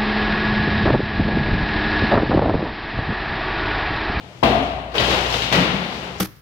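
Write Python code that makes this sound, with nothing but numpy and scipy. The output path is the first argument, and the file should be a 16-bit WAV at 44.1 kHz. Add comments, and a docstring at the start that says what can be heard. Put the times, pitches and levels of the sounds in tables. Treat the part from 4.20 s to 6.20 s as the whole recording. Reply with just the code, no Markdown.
"""A brief patter of crumbs, then one hard, hollow blow on wallboard over a doorway in a bare, echoing room.
The impact excites the wall's modes and cracks a piece loose; it rattles, falls and breaks up on the
debris, then a second piece comes down with a crash and a heavy thud. Chips clink and grit trickles
over the building's low wash. Contacts are impulses, fractures are bursts of clicks, resonances are
damped sines, and the echo is a diffuse field that decays band by band."""
import sys
import numpy as np
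from scipy import signal
from scipy.fft import rfft, irfft, next_fast_len
from scipy.io import wavfile

SR = 44100
rng = np.random.default_rng(int(sys.argv[2]) if len(sys.argv) > 2 else 0)


def bounce(signal):
    """Save signal as a 16-bit WAV file at the path given by the first command-line argument."""
    frames = np.transpose(np.atleast_2d(signal))
    limited = np.clip(frames, -1, 1)
    pcm = np.round(limited * 32767).astype(np.int16)
    wavfile.write(sys.argv[1], SR, pcm)


N = 88200
TIME = np.arange(N) / SR
FFT_SIZE = next_fast_len(N + SR // 4, True)
LOG_HZ = np.log(np.maximum(np.arange(FFT_SIZE // 2 + 1) * SR / FFT_SIZE, 1))
BLOW_S, BUILD_UP_S, FRACTURES_PER_S = .2283, .0025, 1300

# Spectra of the knock and of the snapping gypsum: frequency_hz, gain_db
KNOCK_SPECTRUM = [(30, -31), (60, -10), (130, -8), (240, -1.5), (340, -3), (540, -4), (690, 3.5), (850, -5),
                  (1200, -8), (1480, -20.5), (3000, -35.5), (16000, -100)]
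SNAP_SPECTRUM = [(200, -12), (1300, -1.5), (2000, 2), (2900, 2), (4000, -3), (5500, -15.5), (8000, -29),
                 (11000, -29.5), (16000, -32)]
# Normal modes of the wall: pitch_hz, level_db, t60_s, swell_s
WALL_RESONANCES = [(57.6, -24.5, 2.6, .0025), (85.3, -35, 5, 0.014), (128.2, -22.5, 0.85, 0.001),
                   (221.8, -22.5, 0.84, 0.0041), (275.1, -24.5, 1.08, .0021), (391, -27.5, 1.1, 0.017),
                   (670, -23, 0.89, 0.043), (706, -21.5, 1.12, 0.03), (1103, -36, .75, 0.017)]
def blow():
    """Impact excitation: one impulse knocks the wall, snaps the gypsum and sets the modes ringing."""
    knock = colour(room(tap(BLOW_S, db=-14), direct_db=23.5), KNOCK_SPECTRUM)
    snap = colour(room(fracture(BLOW_S + .0036, db=-21, crumble_s=.002)), SNAP_SPECTRUM)
    return knock + snap + sum(ring(BLOW_S, *mode) for mode in WALL_RESONANCES)


# Strength of the board's shudder: time_s, level_db
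SHUDDER_ENVELOPE = [(.23, -32), (.30, -14), (.335, -8.5), (.39, -37)]
# Its hollow resonance: frequency_hz, gain_db
HOLLOW_SPECTRUM = [(100, -53), (560, -26), (640, -10), (695, -8.5), (745, -3.5), (830, -24.5),
                   (1400, -43.5), (16000, -87)]
def shuddering_board():
    """Forced vibration: a short run of dense clicks drives the loosened board's resonance."""
    level_db = np.interp(TIME, *np.transpose(SHUDDER_ENVELOPE), left=-np.inf, right=-np.inf)
    return colour(room(grains(FRACTURES_PER_S) * from_db(level_db)), HOLLOW_SPECTRUM)


# Knocks against the frame: start_s, level_db
FRAME_KNOCKS = [(.3183, -11), (.3393, -12), (.3618, -15), (.3948, -17), (.4487, -22), (.5192, -25),
                (.6556, -34)]
# Modes of the loose board: pitch_hz, gain_db, t60_s
BOARD_RESONANCES = [(673, 4, 0.07), (745, -1, .07)]
def rattling_board():
    """Damped free vibration: each knock on the frame, weaker than the last, rings a short hollow note."""
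    return sum(ring(start_s, hz, level_db + gain_db, t60_s)
               for start_s, level_db in FRAME_KNOCKS for hz, gain_db, t60_s in BOARD_RESONANCES)


# Pieces hitting the debris: start_s, thud_db, slap_db, crack_db, crumble_s
IMPACTS = [(.741, -51, -27, -36, 0.0078), (.751, -35.5, -28.5, -27.5, 0.025),
           (.796, -31, -22, -24.5, 0.011), (.844, -38, -31, -31, .004), (.898, -33, -22, -24, .025),
           (1.137, -34.5, -31, -30.5, .0034), (1.219, -34, -50, -28.5, .008),
           (1.315, -32.5, -29.5, -29, 0.0079), (1.325, -28, -23, -19, 0.0039),
           (1.339, -26.5, -24, -31, 0.0024), (1.357, -24, -41, -32, .0033), (1.376, -26.5, -24, -48, 0.029),
           (1.72, -37, -38.5, -40, 0.017), (1.825, -44, -33.5, -40.5, .013)]
# Spectra of the three parts of an impact: frequency_hz, gain_db
THUD_SPECTRUM = [(25, -43), (45, -39), (65, -2.5), (100, -11.5), (140, 0), (200, 3.5), (310, -4.5),
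                 (450, -8.5), (1000, -25), (16000, -81)]
SLAP_SPECTRUM = [(40, -14.5), (200, -16), (390, 0), (520, -1), (750, -5), (1100, -6.5), (1600, -11),
                 (3500, -26), (16000, -88)]
CRACK_SPECTRUM = [(200, -16), (900, -7.5), (1400, -3.5), (2100, -1), (2900, -1.5), (4200, -6.5),
                  (5500, -13.5), (8000, -26.5), (11000, -31), (16000, -30.5)]
# Modes of the stiff shards, relative to the crack: pitch_hz, gain_db
SHARD_RESONANCES = [(1936, -8.5), (2530, -11), (2772, -9.5), (2937, -21), (3770, -16)]
def falling_pieces():
    """Inelastic collision: a piece's mass thuds, its face slaps, its edges crack and its shards ring."""
    thuds = slaps = cracks = clatter = 0
    for start_s, thud_db, slap_db, crack_db, crumble_s in IMPACTS:
        thuds += tap(start_s, thud_db)
        slaps += fracture(start_s, slap_db, crumble_s)
        cracks += fracture(start_s, crack_db, crumble_s)
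        for hz, gain_db in SHARD_RESONANCES:
            stereo_gains = rng.normal(0, 1, (2, 1))
            clatter += stereo_gains * ring(start_s, hz, crack_db + gain_db, t60_s=.73)
    parts = [(thuds, THUD_SPECTRUM), (slaps, SLAP_SPECTRUM), (cracks, CRACK_SPECTRUM)]
    return clatter + sum(colour(room(force), spectrum) for force, spectrum in parts)


# Room modes excited by heavy contacts: start_s, pitch_hz, level_db, t60_s
ROOM_MODES = [(.38, 266, -19.5, 0.34), (0.81, 58, -23, 2.8), (0.782, 119, -25, 1.4),
              (1.137, 114, -27.5, 0.82), (1.367, 173, -13, 0.27), (1.367, 178, -25, 1.9),
              (1.366, 279, -21.5, 0.45), (1.53, 190, -23.5, 0.53)]
def booming_room():
    """Standing waves: heavy contacts set the room's low modes booming."""
    return sum(ring(*mode, swell_s=.0047) for mode in ROOM_MODES)


# Brittle chips landing: start_s, level_db, pitch_hz
CHIP_HITS = [(.52, -52, 2780), (.781, -24.5, 3226), (0.926, -32, 4400), (1.126, -36, 5150),
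             (1.142, -29, 3590), (1.221, -31, 3850), (1.245, -34.5, 4250), (1.357, -31, 2740),
             (1.451, -36, 3870)]
# Spectrum of their clicks: frequency_hz, gain_db
CHIP_SPECTRUM = [(300, -6.5), (2000, -6.5), (3000, 9), (4000, 3.5), (5000, -6.5), (8000, -30.5),
                 (16000, -40)]
def chips():
    """Free vibration of small, stiff bodies: each chip clicks and rings briefly at its own high pitch."""
    clicks = sum(fracture(start_s, db, crumble_s=.003) for start_s, db, _ in CHIP_HITS)
    clinks = sum(ring(start_s, hz, db + 6, t60_s=.035, swell_s=.00039) for start_s, db, hz in CHIP_HITS)
    return clinks + colour(room(clicks, direct_db=30), CHIP_SPECTRUM)


# Flow of crumbs and of grit: time_s, level_db
CRUMB_ENVELOPE = [(0, -20.5), (.15, -96), (.62, -65), (.72, -26), (.79, -18), (1.05, -16.5), (1.2, -19.5),
                  (1.3, -26), (1.42, -23.5), (1.6, -25), (1.8, -29.5), (2, -33.5)]
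GRIT_ENVELOPE = [(0, -55), (.2, -47), (.43, -40), (.55, -78), (.72, -46), (.8, -30), (.92, -22.5),
                 (1.05, -30), (1.13, -21.5), (1.3, -41), (1.75, -38), (1.92, -43), (2, -32)]
# Their spectra: frequency_hz, gain_db
CRUMB_SPECTRUM = [(100, -35), (400, 0.5), (750, 10.5), (1500, -1), (3000, 4.5), (4500, -1), (7000, -30),
                  (10000, -27), (16000, -31)]
GRIT_SPECTRUM = [(500, -28), (3000, -11), (5000, 3.5), (6500, -1.5), (8500, -12), (11000, -16.5),
                 (16000, -17)]
def crumbs_and_grit():
    """Shot noise: random tiny impacts add up to a patter of crumbs and a brighter hiss of sliding grit."""
    crumbs = grains(per_s=220) * from_db(np.interp(TIME, *np.transpose(CRUMB_ENVELOPE)))
    grit = grains(per_s=410) * from_db(np.interp(TIME, *np.transpose(GRIT_ENVELOPE)))
    return colour(room(crumbs, direct_db=19), CRUMB_SPECTRUM) + colour(room(grit), GRIT_SPECTRUM)


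# Spectrum of the building's wash: frequency_hz, gain_db
AMBIENT_SPECTRUM = [(20, -38), (55, -10), (110, 2), (170, 0.5), (260, -7.5), (450, -9.5), (730, -10),
                    (1100, -16.5), (3000, -20), (6000, -34.5), (16000, -52)]
def background():
    """Stationary noise: the low, steady wash of the building arrives from all sides."""
    return from_db(-41.5) * colour(irfft(diffuse_noise(), FFT_SIZE)[:, :N], AMBIENT_SPECTRUM)


# Reverberation time by band: frequency_hz, t60_s
REVERB_TIMES = [(60, 2.45), (160, 1.35), (400, 1.08), (700, 1.28), (1300, 1.376), (2800, 1.253),
                (6000, 0.8), (14000, 0.62)]
def room(x, direct_db=9.5):
    """Reverberation: after the direct sound, reflections store its energy and lose it band by band."""
    def stored(decay_s):
        return signal.lfilter([1], [1, -np.exp(-2 / (decay_s * SR))], x ** 2 + 1e-18)
    noise, echo = diffuse_noise(), 0
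    early_energy = from_db(5.5) ** 2 * stored(decay_s=.0052)
    fill = np.exp(-1 / (BUILD_UP_S * SR))
    for centre_hz, t60_s in REVERB_TIMES:
        band = per_bin([(hz, hz == centre_hz) for hz, _ in REVERB_TIMES])
        energy = signal.lfilter([1 - fill], [1, -fill], early_energy + stored(t60_s / np.log(1000)))
        echo += irfft(noise * band, FFT_SIZE)[:, :N] * np.sqrt(energy)
    right = np.pad(x, (int(.00048 * SR), 0))[:N]  # reaches the right microphone later
    return echo + from_db(direct_db) * np.array([x, right])


# Likeness of left and right: frequency_hz, correlation
COHERENCE = [(60, 0.92), (130, 1), (260, 0.83), (520, 0.82), (800, 0.64), (1200, -0.3), (2000, -0.22),
             (16000, 0.01)]
def diffuse_noise():
    """Diffuse field: the spectrum of white noise, partly coherent between the two microphones."""
    mid, side = rfft(rng.standard_normal((2, FFT_SIZE)))
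    alike = np.clip(per_bin(COHERENCE), -1, 1)
    return np.sqrt((1 + alike) / 2) * mid + np.sqrt((1 - alike) / 2) * side * [[1], [-1]]


def tap(start_s, db):
    """Impulse: one clean contact."""
    return from_db(db) * (np.arange(N) == int(start_s * SR))


def grains(per_s):
    """Poisson process: clicks of very uneven size, with unit energy per second."""
    sizes_db = 4.5 * np.minimum(rng.exponential(1, N), 4)
    signs = rng.choice([-1, 1], N)
    clicks = from_db(sizes_db) * signs * (rng.random(N) < per_s / SR)
    return clicks / (clicks.std() * np.sqrt(SR))


def fracture(start_s, db, crumble_s):
    """Brittle fracture: a first break and a dying run of tiny ones, with the energy of one tap in all."""
    run = grains(FRACTURES_PER_S) * (TIME >= start_s) * np.exp(-np.abs(TIME - start_s) / crumble_s)
    run += tap(start_s, db=7) / np.sqrt(FRACTURES_PER_S)  # 7 dB above a typical break
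    return from_db(db) * run / np.sqrt(np.sum(run ** 2) + 1e-20)


def ring(start_s, hz, db, t60_s, swell_s=BUILD_UP_S):
    """Damped oscillator: a sine that builds up and decays exponentially."""
    age = np.maximum(TIME - start_s, 0)
    swell = (1 - np.exp(-age / swell_s)) ** 2
    return from_db(db - 60 * age / t60_s) * swell * np.sin(2 * np.pi * hz * age)


def colour(x, spectrum):
    """Minimum-phase filter: a causal response of the given shape, with a power gain of one."""
    gain = from_db(per_bin(spectrum))
    cepstrum = irfft(np.log(gain / np.sqrt(np.mean(gain ** 2))), FFT_SIZE)
    fold = 1 + np.sign(FFT_SIZE / 2 - np.arange(FFT_SIZE))  # onto positive time
    fold[0] = 1
    response = np.exp(rfft(cepstrum * fold))
    return irfft(rfft(x, FFT_SIZE) * response, FFT_SIZE)[..., :N]


def per_bin(points):
    """Interpolation over log frequency, at every FFT bin."""
    hz, value = np.transpose(points)
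    return np.interp(LOG_HZ, np.log(hz), value)


def from_db(db):
    """Decibels to amplitude ratio."""
    return 10 ** (np.asarray(db) / 20)


def scene():
    """Superposition: all sources add at the two microphones."""
    wall = blow() + shuddering_board() + rattling_board()
    return wall + falling_pieces() + booming_room() + chips() + crumbs_and_grit() + background()


# Balance of the microphones: frequency_hz, left_minus_right_db
LEVEL_DIFFERENCE = [(60, 3), (125, 3), (250, 4), (1000, 7.5), (2000, 7.5), (4000, 9.5), (8000, 12.5),
                    (12000, 10.5)]
def record(dry):
    """Transduction: the left side is louder, most in the treble; the band is limited and peaks saturate."""
    sides = from_db(per_bin(LEVEL_DIFFERENCE) / 2 * np.array([[1], [-1]]))
    heard = irfft(rfft(dry, FFT_SIZE) * sides, FFT_SIZE)[:, :N]
    low_cut_hz, high_cut_hz, ceiling = 42, 15700, .92
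    heard = signal.sosfilt(signal.butter(2, low_cut_hz, "high", fs=SR, output="sos"), heard)
    heard = ceiling * heard / (ceiling ** 6 + heard ** 6) ** (1 / 6)
    return signal.sosfilt(signal.ellip(12, .1, 80, high_cut_hz, fs=SR, output="sos"), heard)


dry = scene()
out = record(dry)
bounce(out)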